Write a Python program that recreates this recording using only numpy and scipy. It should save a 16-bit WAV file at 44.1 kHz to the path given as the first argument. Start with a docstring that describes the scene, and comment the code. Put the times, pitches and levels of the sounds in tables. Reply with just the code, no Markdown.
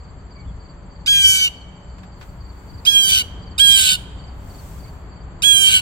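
"""Insects pulse and a far bird calls in the foliage over a distant traffic rumble, heard in stereo in a wood.
A second in, a blue jay close to the microphones gives the first of four screams. Each scoops up into a
nasal whistle (the second harmonic in the throat resonance), sags, and breaks into a rasp as the pulses
of the syrinx fall into disorder. Twigs, leaves and trunks scatter the calls back.
At the microphones a sleeve rustles and ticks faintly as the listener turns."""
import sys
import numpy as np
from scipy import signal
from scipy.fft import rfft, irfft, next_fast_len
from scipy.io import wavfile
from scipy.ndimage import uniform_filter1d, minimum_filter1d, map_coordinates

SR = 44100
rng = np.random.default_rng(int(sys.argv[2]) if len(sys.argv) > 2 else 0)


def pcm_store(signal):
    """Save signal as 16-bit PCM."""
    levels = np.round(np.clip(np.atleast_2d(signal), -1, 1) * 32767)
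    wavfile.write(sys.argv[1], SR, levels.astype(np.int16).T)


N = 256220
T = np.arange(N) / SR

# One row a scream: (start [s], length [s], top pitch [Hz], sag [Hz], sag after [s],
# pulses group in fours after [s], voice breaks after [s], added roughness [0-1], relative rasp [dB],
# relative sizzle [dB], sizzle swell [dB], swell peaks after [s], fundamental [dB])
JAY_SCREAMS = [(1.06, 0.42, 1639, 29.55, 0.13, 0.06, 0.25, 0.31, -30, -28, 8, .26, -34.5),
               (2.85, 0.37, 1648, 40.4, 0.18, .22, 0.24, 0.87, -32, -28, 5, 0.27, -34),
               (3.579, 0.38, 1637, 36, .194, 0.12, .19, 0.73, -27.5, -23, 5, 0.24, -27.5),
               (5.42, .380, 1668, 54.4, 0.13, .205, 0.24, 0.65, -30, -23, 2.5, 0.18, -29.5)]
# The whistle, one curve a scream: (time [s], relative level [dB])
WHISTLE_CURVES = [
    [(1.079, -15), (1.095, -12.5), (1.235, -14), (1.247, -7.5), (1.399, -19.5), (1.427, -12.5),
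     (1.469, -15.5)],
    [(2.869, -13.5), (2.883, -2.5), (2.907, -20.5), (2.961, -10), (3.081, -17), (3.149, -10), (3.209, -16)],
    [(3.597, -13), (3.605, -7), (3.627, -7), (3.787, -13), (3.849, -20.5), (3.881, -13.5), (3.953, -18)],
    [(5.439, -10.5), (5.523, -8), (5.593, -15.0), (5.681, -8.5), (5.707, -18), (5.755, -6.5), (5.793, -16)],
]
# Treble of each scream, set by the gape and aim of the beak: (frequency [Hz], gain [dB])
BEAK_1 = [(3700, 1), (4200, 1.5), (4700, -1.5), (5250, -6.5), (5750, -5.5), (6250, -4.5), (6900, -7),
          (7600, -2.5), (8400, -8), (9400, -8), (11000, -13.5), (13000, -15.5), (15500, -22)]
BEAK_2 = [(3700, 8), (4200, 3), (4700, 2.5), (5250, -10), (5750, -6), (6250, -7), (6900, -8), (7600, -8.5),
          (8400, -10.5), (9400, -7), (11000, -16), (13000, -14), (15500, -15)]
BEAK_3 = [(3700, 12.5), (4200, 1.5), (4700, 1.5), (5250, -4.5), (5750, -10), (6250, -13), (6900, 2),
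          (7600, -2.5), (8400, 4.5), (9400, -7), (11000, -6), (13000, -12.5), (15500, -13.5)]
BEAK_4 = [(3700, 1.5), (4200, 0.5), (4700, -11), (5250, -8), (5750, -14), (6250, -7), (6900, -4),
          (7600, -2.5), (8400, -1), (9400, -6.5), (11000, -13), (13000, -14.5), (15500, -19.5)]
# Each scream at the microphones; pan is left over right, lag is on the right:
# (whistle pan [dB], rasp pan [dB], sizzle pan [dB], rasp and sizzle lag [ms], whistle lag [ms])
JAY_BEARINGS = [(0, -4.5, -4, .162, .145), (-7, -5.5, -2.5, .231, .14), (-8, -3.5, -7, .231, .12),
                (-12, -2.5, -7.5, .231, .18)]
def jay():
    """A jay in a tree close by screams four times, its beak aimed a little differently each time."""
    calls = zip(JAY_SCREAMS, WHISTLE_CURVES, [BEAK_1, BEAK_2, BEAK_3, BEAK_4], JAY_BEARINGS)
    return sum(jay_call(*call) for call in calls)


# Resonance of the throat around the whistle: (frequency [Hz], gain [dB])
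THROAT_COLOUR = [(1000, -43.5), (1450, -9.5), (1650, -8), (1850, -15), (2050, -0.5), (2400, 4.5),
                 (2750, 0.5), (3200, -4.5)]
# Shading of the sizzle at the left microphone: (frequency [Hz], gain [dB])
LEFT_MIC_SHADE = [(6500, 3.5), (8500, -3), (10000, -6), (12500, 0.5)]
def jay_call(scream, whistle_curve, beak, bearing, yelp_s=.012, yelp_drop=.26, attack_s=.003,
             release_s=.004):
    """The second harmonic whistles in the throat resonance; other partials rasp and sizzle around it."""
    (start, length, top_hz, sag_hz, sag_at, split_at, break_at, roughness,
     rasp_db, sizzle_db, swell_db, swell_at, root_db) = scream
    whistle_pan, rasp_pan, sizzle_pan, lag_ms, whistle_lag_ms = bearing
    span = np.arange(int(start * SR), min(int((start + length + .05) * SR), N))
    age, size = T[span] - T[span[0]], len(span)
    # even pulses in the yelp; after a brief catch they group in twos, then fours, then fall into disorder
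    yelp = step((yelp_s - age) / .0025)
    catch = np.exp(-((age - .021) / .019) ** 2)
    split = step((age - split_at) / .008)
    broken = step((age - break_at) / .015)
    chaos = np.clip(.02 + .4 * catch + .12 * split + roughness * broken, 0, 1)
    twos = .55 * (1 - yelp)
    fours = .75 * split * (1 - .58 * broken)
    # the pitch shoots up as the membranes tighten, and trembles more as the voice breaks
    pitch = jay_pitch(age, length, top_hz, sag_hz, sag_at) * (1 - yelp_drop * yelp)
    pitch *= 1 + .0032 * drift(18.61, size) + .012 * chaos * drift(150, size)
    phase = 2 * np.pi * np.cumsum(pitch) / SR
    fade_db = 8 * np.clip(1 - (length - age) / .03, 0, 1)
    # the whistle blooms as the yelp reaches the throat resonance
    whistle_db = in_time(whistle_curve, T[span]) + .74 - 18.5 * yelp - 2.5 * chaos - fade_db / 2
    rasp_db = rasp_db + 7.5 * chaos - .5 * np.exp(-age / .086) - fade_db
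    # the sizzle swells as the beak opens widest
    gape = np.exp(-((age - swell_at) / .1) ** 2)
    sizzle_db = sizzle_db + swell_db * gape - 4.3 * yelp - 1.3 * fade_db
    for level_db in (whistle_db, rasp_db, sizzle_db):
        level_db += .82 * drift(25, size)   # each flutters on its own
    grit = .5 * chaos * (drift(160, size) + 1j * drift(160, size))
    second_harmonic = np.exp(2j * phase)
    whistle = from_db(whistle_db) * evened(np.real(second_harmonic * (1 + grit)))
    partials = colour(syrinx(phase, twos, fours, chaos), list(THROAT_COLOUR) + list(beak))
    # take out the second harmonic, so the other partials swell independently of it
    partials -= 2 * np.real(second_harmonic * uniform_filter1d(partials / second_harmonic, size=220))
    rasp = colour(partials, [(5000, 0), (5300, -6), (5700, -40), (6500, -80)])
    sizzle = twigs(partials - rasp, echo=.36)
    fundamental = from_db(root_db - fade_db) * (1 - yelp) * np.sqrt(2) * np.cos(phase + 1)
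    yelp_ring = from_db(-23) * yelp ** 2 * np.sqrt(2) * np.cos(4 * phase)
    # a whistle that favours one microphone reaches both once it breaks
    voice = place(whistle, whistle_pan * (1 - .91 * broken), whistle_lag_ms)
    voice += place(fundamental, pan_db=1.5, lag_ms=.23)
    voice += place(yelp_ring, rasp_pan, lag_ms)
    for mic in (0, 1):   # each by its own path through the twigs
        scattered_rasp = from_db(rasp_db + 3.5) * evened(twigs(rasp, echo=.33))
        scattered_sizzle = from_db(sizzle_db + 1.8) * evened(twigs(sizzle, echo=.28))
        treble = place(scattered_sizzle, sizzle_pan, lag_ms)[mic]
        voice[mic] += place(scattered_rasp, rasp_pan, lag_ms)[mic]
        voice[mic] += treble if mic else colour(treble, LEFT_MIC_SHADE)
    out = np.zeros((2, N))
    out[:, span] = voice * np.clip(age / attack_s, 0, 1) * np.exp(-np.maximum(age - length, 0) / release_s)
    return out


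def jay_pitch(age, length, top_hz, sag_hz, sag_at, overshoot_hz=39, glide_hz_per_s=230, droop_hz=68.2):
    """The note overshoots in a dying wobble, glides down, sags in mid-call and droops at the end."""
    wobble = overshoot_hz * np.exp(-age / .048) * np.cos(2 * np.pi * (age - .052) / .067)
    sag = sag_hz * step((age - sag_at) / .014)
    droop = droop_hz * np.exp(-np.maximum(length - age, 0) / .0232)
    return top_hz + wobble - glide_hz_per_s * age - sag - droop


def syrinx(phase, twos, fours, chaos, flutter_hz=380, slip=.68, harmonics=10):
    """One pulse a cycle; pulses alternate in twos and fours, then turn irregular in strength and timing."""
    size = len(phase)
    sway = twos * np.cos(phase / 2 + chaos * drift(130, size))
    sway += fours * np.cos(phase / 4 + chaos * drift(90, size))
    strength = 1 + sway + 1.15 * (chaos + .03) * drift(flutter_hz, size)
    timing = phase + slip * chaos ** 1.5 * drift(flutter_hz, size)
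    pulses = strength * sum(np.cos(k * timing) for k in range(1, harmonics + 1))
    return windpipe(windpipe(pulses, trip_samples=13), trip_samples=7)


def windpipe(x, trip_samples, reflection=.52):
    """Each pulse bounces in a short tube and is spread out without changing colour."""
    loop = np.r_[1, np.zeros(trip_samples - 1), reflection]
    return signal.lfilter(loop[::-1], loop, x)


def twigs(x, echo, latest_ms=2.5, sway_ms=.087, count=4):
    """Echoes off twigs by the perch shift as the bird bobs, so single partials swell and fade."""
    delays_ms = [rng.uniform(.395, latest_ms) + sway_ms * drift(7.18, len(x)) for _ in range(count)]
    return x + sum(echo * (-1) ** k * delayed(x, ms) for k, ms in enumerate(delays_ms))


def woodland(x, leaves_db=-20, leaves_t60=.31, trunks_t60=1.15):
    """Near leaves scatter the sound at once; farther trunks return a faint, duller tail."""
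    t = T[:SR]
    near = rng.standard_normal((2, SR)) * from_db(-60 * t / leaves_t60) * (t > .002)
    far = rng.standard_normal((2, SR)) * from_db(-60 * t / trunks_t60) * (t > .02)
    near, far = [rms_one(tail) / np.sqrt(SR) for tail in (near, far)]
    trunks = colour(far, [(1500, -23), (2400, -25), (3200, -28.5), (5000, -30), (8000, -38), (15000, -46)])
    return signal.fftconvolve(x, from_db(leaves_db) * near + trunks, axes=1)[:, :N]


# Last and strongest chirp of each of the near insect's phrases: (time [s], level [dB])
INSECT_PHRASES = [(0.096, -56), (0.407, -51), (.701, -52.5), (1.009, -54.5), (1.619, -51), (2.218, -54.5),
                  (2.501, -51.5), (2.791, -48.5), (3.522, -48.5), (4.288, -50), (4.596, -50),
                  (4.888, -51.5), (5.216, -54)]
def insects(spacing_s=.043, swell_db=1.2, answer_db=-61):
    """In the foliage a near insect chirps in swelling threes; two higher ones pulse at their own pace."""
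    out = np.zeros((2, N))
    for at, level_db in INSECT_PHRASES:
        for k in range(3):   # counting back from the last chirp
            hz = 4560 + 20 * k + rng.normal(0, 45)
            stroke = chirp(at - k * spacing_s, hz, fall_hz=rng.uniform(200, 520), length=.036, blur=1.05)
            out += from_db(level_db - swell_db * k + rng.normal(0, 1)) * stroke
    # farther neighbours chirp at random
    for at, spread_db in rng.uniform([0, -3], [T[-1], 3], (45, 2)):
        out += from_db(answer_db + spread_db) * chirp(at, hz=4600, fall_hz=250, length=.029, blur=.43)
    for first, period, hz, level_db in [(.035, .0755, 7480, -63), (.045, .088, 6230, -74)]:
        for at in np.arange(first, T[-1], period):
            out += from_db(level_db + rng.normal(0, 1.5)) * chirp(at, hz, fall_hz=170, length=.038, blur=.8)
    return out


# Peaks of the sleeve's rubs: (time [s], level [dB], 20 dB rise [s], 20 dB fall [s])
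SLEEVE_RUBS = [(2.24, -60, 0.091, 0.16), (2.76, -61.5, 0.47, 0.46), (4.641, -50.5, 0.31, 0.4)]
# Hiss of sliding cloth: (frequency [Hz], gain [dB])
CLOTH_COLOUR = [(1200, -30.5), (2500, -1), (5000, -4), (8000, 3), (10000, -7.5), (14500, 1), (16000, -4)]
# Catches of the cloth: (time [s], relative level [dB])
SLEEVE_TICKS = [(1.983, -34.5), (2.033, -32), (2.1844, -50), (2.212, -26), (2.2262, -36)]
def sleeve(tick_db=-12, tick_t60=.1, grain_db=.5, plateau=2.34):
    """Close to the microphones, cloth slides with a soft grainy hiss and catches in a few ticks."""
    rubbing = sum(from_db(db - 20 * np.abs((T - at) / np.where(T < at, rise, fall)) ** plateau)
                  for at, db, rise, fall in SLEEVE_RUBS)
    hiss = stereo_noise(CLOTH_COLOUR) * rubbing * from_db(grain_db * drift(70, N))
    snaps = sum(from_db(db + tick_db - 60 * np.clip(T - at, 0, 1) / tick_t60) * (T >= at)
                for at, db in SLEEVE_TICKS)
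    return hiss + snaps * stereo_noise([(500, 5), (1700, 7), (4500, -3.5), (9000, -20), (16000, -22)])


# The far bird's notes (a negative fall rises): (time [s], level [dB], pitch [Hz], fall [Hz], length [s])
FAR_NOTES = [(0.397, -54, 2260, 58, .11), (0.457, -62, 3010, -400, 0.04), (0.494, -59, 3370, 450, 0.068),
             (4.867, -57, 2290, -500, 0.063)]
def far_bird():
    """A few faint notes from deep in the wood, smeared by the trees between."""
    return sum(from_db(db) * chirp(at, hz, fall_hz, length, blur=1.14)
               for at, db, hz, fall_hz, length in FAR_NOTES)


# Traffic noise as it reaches the wood: (frequency [Hz], gain [dB])
TRAFFIC_COLOUR = [(12, -58), (20, -8), (64, 1.5), (91, -3.5), (181, -12.5), (220, -24.5), (262, -19),
                  (304, -23.5), (421, -22), (490, -25.5), (978, -26), (2220, -39), (2760, -45.5),
                  (3140, -43), (3500, -47), (4550, -61), (7700, -120)]
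# Its likeness at the two microphones: (frequency [Hz], correlation [0-1])
MIC_CORRELATION = [(30, 0.93), (125, 0.94), (250, 0.93), (500, 0.72), (1000, 0.35), (3000, 0.025)]
# Its hiss, its rumble and one engine's hum: (time [s], relative level [dB])
TRAFFIC_HISS = [(0, -51.5), (2.4, -50.5), (3.3, -48), (5.8, -49)]
TRAFFIC_RUMBLE = [(0.0, -36), (0.32, -40), (0.52, -31.5), (0.63, -39.5), (1.31, -36), (1.35, -42),
                  (2.42, -37.5), (2.62, -45), (2.73, -30.5), (2.84, -40.5), (3.12, -36), (5.54, -36.5),
                  (5.62, -41), (5.8, -36)]
ENGINE_HUM = [(0, -58.5), (1.5, -56), (2.3, -48), (3.3, -55.5), (4.5, -52.5), (5.8, -56)]
def traffic(drone_hz=61, drone_db=-46, hum_hz=186, whine_hz=577, whine_db=-63):
    """Distant traffic, its bass alike at both microphones, with wavering engine tones."""
    hiss_db, rumble_db, hum_db = [in_time(curve, T) for curve in (TRAFFIC_HISS, TRAFFIC_RUMBLE, ENGINE_HUM)]
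    alike = at_hz(MIC_CORRELATION, np.fft.rfftfreq(N, 1 / SR))
    width = np.sqrt((1 - alike) / (1 + alike))
    mid, side = rfft(rng.standard_normal((2, N)))
    noise = colour(irfft(mid + width * side * [[1], [-1]], N), TRAFFIC_COLOUR)
    rumble = from_db(rumble_db) * rms_one(colour(noise, [(200, -6), (300, -16), (600, -68.5)]))
    hiss = from_db(hiss_db + 3.5) * rms_one(colour(noise, [(100, -47), (190, -14.5), (270, -12)]))
    engines = np.zeros(N)
    for hz, db, rate in [(drone_hz, drone_db, 4), (hum_hz, hum_db, 7), (whine_hz, whine_db, 3)]:
        phase = 2 * np.pi * hz * T
        engines += from_db(db) * (drift(rate, N) * np.cos(phase) + drift(rate, N) * np.sin(phase))
    return (rumble + hiss + engines) * from_db([[.7], [-.7]])   # a little to the left


# Bands of the massed insects: (frequency [Hz], gain [dB])
CHORUS_COLOUR = [(2500, -4.5), (3500, -20.5), (4600, 11.5), (5400, -22.5), (6250, -7), (6700, -4.5),
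                 (7500, 8), (8100, -16), (8800, -26.5), (16000, -27.5)]
def insect_chorus(level_db=-61.5, waver_db=1.2):
    """Insects all around the microphones merge into a thin, wavering hiss."""
    return from_db(level_db + waver_db * drift(2.3, N)) * stereo_noise(CHORUS_COLOUR)


def chirp(at, hz, fall_hz, length, blur):
    """A short tone that glides ever faster, blurred differently on its way to each microphone."""
    span = np.flatnonzero(np.abs(T - at) < length / 2)
    u = (T[span] - at) / length
    phase = 2 * np.pi * np.cumsum(hz - fall_hz * (u + u * u)) / SR
    out = np.zeros((2, N))
    for mic in out:
        mic[span] = np.sqrt(2) * np.cos(np.pi * u) * np.cos(phase + blur * drift(110, len(span)))
    return out


def place(x, pan_db, lag_ms):
    """Two microphones: a level difference at constant power, the right one a little later."""
    left = from_db(pan_db)
    return np.array([x * left, delayed(x, lag_ms)]) * np.sqrt(2 / (1 + left ** 2))


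def delayed(x, ms):
    """The sound after a fixed or moving delay."""
    return map_coordinates(x, [np.arange(len(x)) - ms * SR / 1000], order=3)


def colour(x, points):
    """Shape a sound by a table of (frequency [Hz], gain [dB])."""
    size = next_fast_len(x.shape[-1])
    gain = from_db(at_hz(points, np.fft.rfftfreq(size, 1 / SR)))
    return irfft(rfft(x, size) * gain, size)[..., :x.shape[-1]]


def stereo_noise(points):
    """Coloured noise of level 1, independent at each microphone."""
    return rms_one(colour(rng.standard_normal((2, N)), points))


def drift(rate, size):
    """A smooth random curve of spread 1 that changes about rate times a second."""
    knots = rng.standard_normal(int(size / SR * rate * 2) + 4)
    return rms_one(map_coordinates(knots, [np.arange(size) * rate * 2 / SR + 1], order=2))


def evened(x, window=353):
    """The same sound at a steady level of 1."""
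    power = uniform_filter1d(uniform_filter1d(x ** 2, window), window)
    return x / np.sqrt(np.abs(power) + 1e-12)


def in_time(curve, t):
    """A level curve read at the times t."""
    return np.interp(t, *np.transpose(curve))


def at_hz(points, hz):
    """A spectrum table read on a log-frequency axis."""
    f, value = np.transpose(points)
    return np.interp(np.log(np.maximum(hz, 1)), np.log(f), value)


def step(x):
    """A smooth rise from 0 to 1 around x = 0."""
    return .5 + .5 * np.tanh(x / 2)


def from_db(db):
    return 10 ** (np.asarray(db) / 20)


def rms_one(x):
    return x / np.sqrt(np.mean(x ** 2) + 1e-20)


def scene():
    """The close jay and its echoes over the quiet life of the wood."""
    screams = jay()
    return screams + woodland(screams) + insects() + far_bird() + sleeve() + traffic() + insect_chorus()


def record(dry, ceiling=.95, cutoff_hz=16100):
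    """After the microphones, a quick limiter holds the peaks down and the top is cut steeply."""
    gain = ceiling / np.maximum(np.abs(dry).max(axis=0), ceiling)
    gain = uniform_filter1d(minimum_filter1d(gain, size=133), size=133)
    return signal.sosfilt(signal.ellip(12, .1, 80, cutoff_hz, fs=SR, output="sos"), dry * gain)


dry = scene()
out = record(dry)
pcm_store(out)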